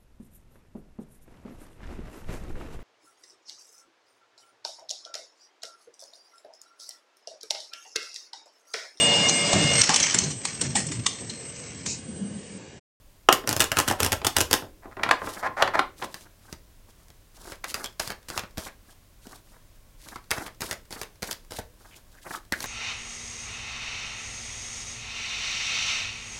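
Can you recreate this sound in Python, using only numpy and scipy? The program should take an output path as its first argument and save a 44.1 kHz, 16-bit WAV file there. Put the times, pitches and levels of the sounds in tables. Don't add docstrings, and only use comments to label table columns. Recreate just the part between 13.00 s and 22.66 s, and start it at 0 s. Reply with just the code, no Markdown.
import sys
import numpy as np
from scipy import signal
from scipy.fft import rfft, irfft
from scipy.io import wavfile
from scipy.ndimage import uniform_filter1d

SR = 44100
rng = np.random.default_rng(int(sys.argv[2]) if len(sys.argv) > 2 else 0)


def log_audio(samples):
    frames = np.atleast_2d(samples).T
    limited = np.clip(frames, -1, 1)
    pcm = np.round(limited * 32767).astype(np.int16)
    wavfile.write(sys.argv[1], SR, pcm)


N = 426006
TIME = np.arange(N) / SR

# (time [s], clap level before gain [dB], edge snap re clap [dB], contact time scale [ms])
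FLICKS = [(0.3264,-14,3.5,1.7), (0.4745,-22.5,1.5,1.8), (.4916,-26.5,9.5,0.92), (0.511,-27.5,1,1.3),
          (0.5277,-25.5,5,2.6), (0.5648,-25.5,5.5,2.2), (.596,-30,6,2.4), (0.6033,-20,9.5,4),
          (0.6107,-20,3,2.2), (0.6202,-21.5,3.5,1.9), (0.6401,-26,4.5,4.5), (0.717,-18,-3,3.6),
          (0.7699,-17.5,-3.5,2.5), (0.7858,-15.5,1.5,6.8), (0.8008,-21,3.5,0.55), (0.8779,-19.5,-3,2.7),
          (0.8818,-28.5,10,7.6), (.9,-23,-3.5,2), (0.9115,-16,-8.5,3.7), (1.0025,-19.5,1.5,3),
          (1.0223,-26.5,-1.5,9.8), (1.0308,-25,9.5,2.9), (1.046,-23.5,4.5,3.7), (1.0622,-21.5,2,3.2),
          (1.1196,-22.5,4.5,4.2), (1.1281,-21,2.5,2.8), (1.2464,-20.5,0.5,5.8), (1.267,-20.5,7.5,5),
          (1.3652,-16.5,4.5,5.2), (1.3842,-24,5.5,2.8), (1.4049,-19.5,4,4.7), (1.4118,-24,8,2.7),
          (1.5111,-26.5,6,3.2), (1.5298,-18,8,1.8), (1.5385,-19.5,3,2.7)]
# (slap time [s], release time [s], lead of first touch [ms], slap level before gain [dB],
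#  air thump re slap clap [dB], slide level before gain [dB], release level before gain [dB],
#  release snap re clap [dB])
STROKES = [(4.743,4.842,1.1,-26,-10,-47.5,-32.5,3.5), (4.999,5.1023,3,-24,-11,-46,-29,-4.5),
           (5.301,5.376,15.8,-34,-0.5,-47.5,-24.5,-1.5), (5.58,5.6674,7.2,-33.5,6.5,-46.5,-35.5,-15),
           (7.313,7.4633,5.9,-21.5,-8.5,-45.5,-34,-20), (7.619,7.7108,12.4,-28.5,-4,-44,-26.5,0),
           (7.9257,8.0144,19,-36.5,-1.5,-47.5,-31.5,0.5), (8.2284,8.3108,6.5,-30,0.5,-45.5,-34,8.5),
           (8.52,8.584,12.5,-37.5,-1,-46,-48,-2), (9.523,9.6407,0.96,-27,0,-50,-29,-4.5)]
SETTLE_S = 0.017
# (frequency [Hz], relative level [dB])
SLIDE_TONE = [(59, -30.5), (100, -11.5), (322, 2), (442, -5), (1130, -2.5), (1520, 1), (2630, -8.5),
              (6840, -12.5), (11400, -15), (16000, -25)]


def undb(db):
    return 10 ** (np.asarray(db) / 20)


def unit(x):
    return x / np.sqrt(np.sum(x ** 2) + 1e-18)


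def steady(x):
    return x / np.std(x)


def add(out, s, x):
    i = int(np.clip(s * SR, 0, N - 1))
    out[i:i + len(x)] += x[:N - i]


def at_hz(points, hz):
    f, v = np.transpose(points)
    return np.interp(np.log(np.maximum(hz, 1)), np.log(f), v)


def colour(x, tone, size=2048):
    log_gain = np.log(undb(at_hz(tone, np.fft.rfftfreq(size, 1 / SR))))
    cepstrum = irfft(log_gain)
    cepstrum[1:size // 2] *= 2
    cepstrum[size // 2 + 1:] = 0
    response = unit(irfft(np.exp(rfft(cepstrum))))
    return signal.fftconvolve(x, response)[:len(x)]


def band(x, lo_hz, hi_hz, order=2):
    corners = [lo_hz, min(hi_hz, .45 * SR)]
    return signal.sosfilt(signal.butter(order, corners, "band", fs=SR, output="sos"), x)


def waver(rate):
    return 1.2 * np.interp(TIME * rate, np.arange(8000), rng.standard_normal(8000))


def friction(rate, spread_db, smooth):
    sizes = undb(spread_db * np.minimum(rng.standard_exponential(N), 4))
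    catches = (rng.random(N) < rate / SR) * sizes * rng.choice([-1, 1], N)
    return steady(steady(catches) + smooth * rng.standard_normal(N))


def air(hum_hz, hum_db):
    # (frequency [Hz], relative level [dB])
    air_tone = [(12, -34), (20, 1.5), (120, -16.5), (472, -28.5), (558, -25), (849, -32.5), (1090, -29),
                (1220, -34.5), (1440, -34), (16000, -39)]
    noise = steady(colour(rng.standard_normal(N), air_tone, size=8192))
    hum = np.sin(2 * np.pi * hum_hz * TIME)
    return undb(-54) * noise + undb(hum_db) * hum


def blow(tone, snap_db, thump_db, ms, clap_s, thump_s, flutter, crisp, count=3000):
    t = TIME[:count]
    edge_noise, pack_noise, air_noise = rng.standard_normal((3, count))
    u = t / (max(ms, .3) / 1000)
    contact = np.sqrt(u) * np.exp(-(crisp * u) ** 2)
    loose = (rng.random(count) < 900 / SR) * edge_noise * np.exp(-t / .014)
    edges = edge_noise * contact + .5 * loose
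    pack = pack_noise * (contact + flutter * np.exp(-t / clap_s))
    trapped_air = air_noise * np.exp(-t / thump_s)
    snap = band(colour(edges, tone), 2500, 19000)
    clap = band(colour(pack, tone), 400, 2500)
    thump = band(colour(trapped_air, tone), 30, 400)
    return unit(clap) + undb(snap_db) * unit(snap) + undb(thump_db) * unit(thump)


def blows(rows, tone, gain_db, echo_db, clap_s, thump_s, flutter, crisp):
    out = np.zeros(N)
    for s, db, snap_db, thump_db, ms in rows:
        sound = undb(db + gain_db) * blow(tone, snap_db, thump_db, ms, clap_s, thump_s, flutter, crisp)
        add(out, s, sound)
        for delay in rng.uniform([.003, .007], [.007, .012]):
            add(out, s + delay, undb(echo_db) * sound)
    return out


def landing():
    # (time [s], clap level before gain [dB], edge snap re clap [dB],
    # air thump re clap [dB], contact time scale [ms])
    landing_rows = [(.2875,-0.5,-9.5,-13.5,2.7), (.2907,-13,-21.5,-7.5,2.6)]
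    # (frequency [Hz], relative level [dB])
    landing_tone = [(60,-13), (200,-12), (400,-0.5), (700,-5.5), (1050,-0.5), (1600,-6), (2300,-14.5),
                    (2900,-6), (4000,-19.5), (8000,-23.5), (16000,-40)]
    return blows(landing_rows, landing_tone, gain_db=20, echo_db=-22, clap_s=0.0076, thump_s=0.0066,
                 flutter=.25, crisp=0.83)


def desk(force):
    # (frequency [Hz], relative level [dB], 60 dB decay time [s])
    desk_modes = [(96.7, -12, 0.21), (490, -11.5, .1), (580, -9, 0.16), (752, -6, 0.2), (850, -12, 0.092),
                  (1058, 4.5, .16), (1420, -4.5, 0.088), (1860, -7, 0.031), (1975, 0.5, 0.083),
                  (2890, -7, .04)]
    t = TIME[:SR // 2]
    ring = np.zeros(len(t))
    for hz, db, t60 in desk_modes:
        ring += undb(db) * np.sin(2 * np.pi * hz * t) * np.exp(-np.log(1000) * t / t60)
    return signal.fftconvolve(force, unit(ring))[:N]


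def reflections(wet_db, build_s):
    # (frequency [Hz], 60 dB decay time [s])
    room_t60 = [(100, 0.68), (700, 0.2), (2000, 0.25), (6000, 0.22), (15000, 0.23)]
    # (frequency [Hz], relative level [dB])
    room_tone = [(60, -5.5), (200, -7.5), (600, 5), (1500, -0.5), (4000, 0), (9000, -4), (16000, -1.5)]
    t = TIME[:SR // 2]
    noise = rfft(rng.standard_normal(len(t)))
    hz = np.fft.rfftfreq(len(t), 1 / SR)
    tail = 0
    for k, (_, t60) in enumerate(room_t60):
        share = at_hz([(f, j == k) for j, (f, _) in enumerate(room_t60)], hz)
        tail = tail + irfft(noise * share, len(t)) * np.exp(-np.log(1000) * t / t60)
    build_up = 1 - np.exp(-(t / build_s) ** 2)
    return undb(wet_db) * unit(colour(tail * build_up, room_tone))


def room(x, wet_db, build_s, count=4):
    turn = np.arange(N) // 600 % count
    wet = 0
    for k in range(count):
        slices = uniform_filter1d(1. 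* (turn == k), size=64)
        wet = wet + signal.oaconvolve(x * slices, reflections(wet_db, build_s))[:N]
    return x + wet


def handling(patchy_db, fidget_db):
    peel_s, peel_db = 0.025, -31.5
    rustle = steady(colour(friction(rate=1200, spread_db=3, smooth=.8), SLIDE_TONE))
    peeling = np.zeros(N)
    for s, db, _, _ in FLICKS:
        add(peeling, s - peel_s, undb(db + peel_db) * np.linspace(0, 2, int(peel_s * SR)) ** 2)
    holding = undb(-78.5 + fidget_db * waver(4.4)) * (TIME > 3.1)
    return rustle * undb(patchy_db * np.tanh(waver(33))) * (peeling + holding)


def flick_blows():
    cushion_db = -24.5
    straggler_db, straggler_s = -14, .014
    for (s, db, snap_db, ms), late in zip(FLICKS, rng.uniform(.2, 1, len(FLICKS))):
        yield s, db, snap_db, cushion_db - db, ms
        yield s + late * straggler_s, db + straggler_db, 0, 0, ms


def flicks():
    # (frequency [Hz], relative level [dB])
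    flick_tone = [(35,-25), (90,4.5), (170,-9), (300,-4), (600,-5), (1100,-4), (1700,-5.5), (2300,-10),
                  (2900,-5), (3900,-13), (5500,-9), (11000,-13.5), (16000,-23)]
    return blows(flick_blows(), flick_tone, gain_db=21, echo_db=-15.5, clap_s=0.011, thump_s=0.0044,
                 flutter=0.33, crisp=1.3)


def knock_blows():
    # (time [s], clap level before gain [dB], edge snap re clap [dB])
    knock_rows = [(.4393,-38,-8), (1.2157,-35.5,-1), (1.622,-38,-15.5), (1.8544,-44.5,-20),
                  (1.9681,-35,-12.5), (1.9946,-31,-24), (2.033,-20.5,3.5), (2.063,-24.5,-21),
                  (2.0894,-17.5,-9.5), (2.11,-8.5,-4), (2.217,-27,-34), (2.2416,-35,-27.5), (2.272,-26,-26),
                  (2.4717,-24,-16.5), (2.6222,-10,-1), (2.675,-21.5,-7), (2.753,-22.5,-11),
                  (2.7913,-11,-7.5), (3.0229,-30,0), (3.042,-33,-2.5)]
    thump_at_0_db, thump_growth = -25, 0.2
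    for s, db, snap_db in knock_rows:
        thump_db = thump_at_0_db + thump_growth * db
        yield s, db, snap_db, thump_db - db, 3.2


def knocks():
    # (frequency [Hz], relative level [dB])
    knock_tone = [(50,-25), (90,-9.5), (170,-15.5), (400,-7.5), (750,-4.5), (1050,-0.5), (1500,-2.5),
                  (2100,-9.5), (3200,-17), (4300,-20.5), (5500,-27.5), (10000,-36.5), (16000,-53)]
    return blows(knock_blows(), knock_tone, gain_db=21.5, echo_db=-20, clap_s=0.0063, thump_s=0.027,
                 flutter=0.72, crisp=0.72)


def drags(gain_db, jitter, scatter_db, hiss, count=120):
    # (start [s], length [s], level before gain [dB], nominal slip rate [1/s])
    drag_rows = [(1.821,0.034,-50.5,94), (1.907,0.025,-48,130), (1.986,0.044,-44,126),
                 (2.047,0.093,-34.5,270), (2.194,0.23,-48,160), (2.426,0.049,-27,270),
                 (2.567,0.062,-26,250), (2.646,.05,-36,270), (2.736,0.022,-22.5,330), (2.761,0.032,-30,270),
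                 (3.014,0.023,-35,310)]
    # (frequency [Hz], relative level [dB])
    drag_tone = [(100,-25), (400,-17.5), (700,-1.5), (1000,-5), (1400,-5), (2100,-10.5), (2800,-28),
                 (5000,-30), (15000,-48)]
    rise_db = 6.5
    out = np.zeros(N)
    for start, length, db, rate in drag_rows:
        gaps, sizes = rng.standard_normal((2, count))
        force = hiss * rng.standard_normal(SR // 2)
        slip_s = np.cumsum(np.exp(jitter * gaps) / rate)
        where = (slip_s * SR).astype(int)
        inside = where < len(force)
        force[where[inside]] += undb(scatter_db * sizes[inside])
        force = steady(force[:max(int(length * SR), 256)])
        press_db = rise_db * np.linspace(-.5, .5, len(force))
        add(out, start, force * undb(gain_db + db + press_db))
    return colour(out, drag_tone)


def sliding(fade_s):
    # (start [s], length [s], peak level before smoothing and gain [dB])
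    slide_rows = [(2.17,0.16,-47), (2.276,0.15,-44), (2.962,0.11,-46.5), (3.04,0.25,-53), (3.364,0.2,-58),
                  (3.874,0.044,-58), (3.956,.11,-62.5), (4.324,0.25,-48.5), (4.644,0.091,-42.5),
                  (5.825,.12,-59.5), (6.184,0.23,-53), (6.432,0.16,-59), (6.712,0.066,-68.5),
                  (6.973,.22,-51), (8.761,0.17,-58), (8.891,0.13,-55.5), (9.06,.15,-60), (9.206,0.19,-44),
                  (9.586,0.082,-43)]
    peak_share, power = 0.7, 0.99
    gain = np.zeros(N)
    for s, release_s, lead_ms, _, _, db, _, _ in STROKES:
        touch_s = s - lead_ms / 1000
        length = max(release_s + SETTLE_S - touch_s, 0)
        add(gain, touch_s, np.full(int(length * SR), undb(db)))
    for s, length, db in slide_rows:
        along = np.linspace(0, 1, int(length * SR))
        speed = np.interp(along, [0, min(peak_share, 1), 1], [0, 1, 0])
        add(gain, s, undb(db) * speed ** power)
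    return uniform_filter1d(gain, max(int(fade_s * SR), 1))


def slides(hiss_db, rub_db):
    grain = colour(friction(rate=1200, spread_db=4.0, smooth=1.2), SLIDE_TONE)
    hiss = steady(band(grain, 2500, 19000))
    rub = steady(band(grain, 120, 2500))
    uneven_hiss = undb(hiss_db + 2.9 * waver(86)) * hiss
    uneven_rub = undb(rub_db + 5.2 * waver(90)) * rub
    return (uneven_hiss + uneven_rub) * sliding(fade_s=.009)


def hand_blows():
    # (time [s], clap level before gain [dB], edge snap re clap [dB], air thump re clap [dB])
    tap_rows = [(3.1424,-35,1,-9), (3.5264,-39.5,4,7), (4.0828,-61,6,5), (4.1022,-55.5,4,8.5),
                (4.4717,-49,1,4), (4.52,-34.5,-7,-6), (4.6419,-29.5,-3,-22), (5.075,-35,4.5,1),
                (5.4356,-36,-15,1), (6.2687,-54.5,8.5,16), (7.086,-44.5,4,-13), (7.1587,-38.5,-3.5,1.5),
                (7.381,-35,-3,5), (8.588,-35.5,0,5.5), (9.604,-35.5,4,-5)]
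    touch_snap_db, release_thump_db = 3, -8.5
    for s, release_s, lead_ms, db, thump_db, _, release_db, snap_db in STROKES:
        yield s - .073, -60, touch_snap_db, release_thump_db, 2.8
        yield s - lead_ms / 1000, db - 7.5, touch_snap_db, thump_db, 1.5
        yield s, db, 0.5, thump_db, 1.42
        yield release_s, release_db, snap_db, release_thump_db, 2.2
        yield release_s + SETTLE_S, release_db - 5.5, snap_db, release_thump_db, 2
    for tap in tap_rows:
        yield *tap, 1.85


def slaps():
    # (frequency [Hz], relative level [dB])
    slap_tone = [(30,-6.5), (60,4), (150,-2.5), (330,-4), (600,-5), (1100,-5), (1800,-4), (3000,-9.5),
                 (4700,-5), (12000,-14), (16000,-20.5)]
    return blows(hand_blows(), slap_tone, gain_db=22.0, echo_db=-16.0, clap_s=0.018, thump_s=0.0048,
                 flutter=0.47, crisp=0.81)


def rasps(gain_db):
    # (time [s], level before gain [dB], centre frequency [Hz], length [s], half width re centre [ratio])
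    rasp_rows = [(4.638,-35.5,1700,0.015,.25), (4.843,-42,3250,.035,0.066), (7.155,-39,1140,0.016,0.29),
                 (7.313,-28.5,1620,0.015,0.45), (8.584,-35,627,0.015,0.29), (8.904,-56,2500,0.051,.25),
                 (9.169,-58,1770,0.025,.15), (9.332,-35.5,1180,0.029,.3), (9.519,-28.5,1660,0.032,0.21)]
    out = np.zeros(N)
    grain = friction(rate=2000, spread_db=9.0, smooth=0.85)
    for s, db, hz, length, width in rasp_rows:
        swell = signal.windows.tukey(max(int(length * SR), 64), .5)
        spread = 1 + max(width, .02)
        noise = band(grain[int(s * SR):][:len(swell)], hz / spread, hz * spread)
        add(out, s, undb(db + gain_db) * steady(noise * swell))
    return out


def scene():
    on_desk = landing() + flicks() + knocks() + drags(gain_db=-1, jitter=.16, scatter_db=1.5, hiss=0.05)
    in_hand = slaps() + slides(hiss_db=2, rub_db=0) + rasps(gain_db=-0.5)
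    in_hand += handling(patchy_db=7.0, fidget_db=3)
    desk_sound = room(on_desk + undb(-21.5) * desk(on_desk), wet_db=-9.5, build_s=0.0037)
    hand_sound = room(in_hand, wet_db=-10.0, build_s=0.0012)
    return (desk_sound + hand_sound + air(hum_hz=99.0, hum_db=-65.0))[None]


def record(dry):
    low_pass = signal.ellip(8, .2, 70, 16100, fs=SR, output="sos")
    return signal.sosfilt(low_pass, np.clip(dry, -1, 1))


dry = scene()
out = record(dry)
log_audio(out)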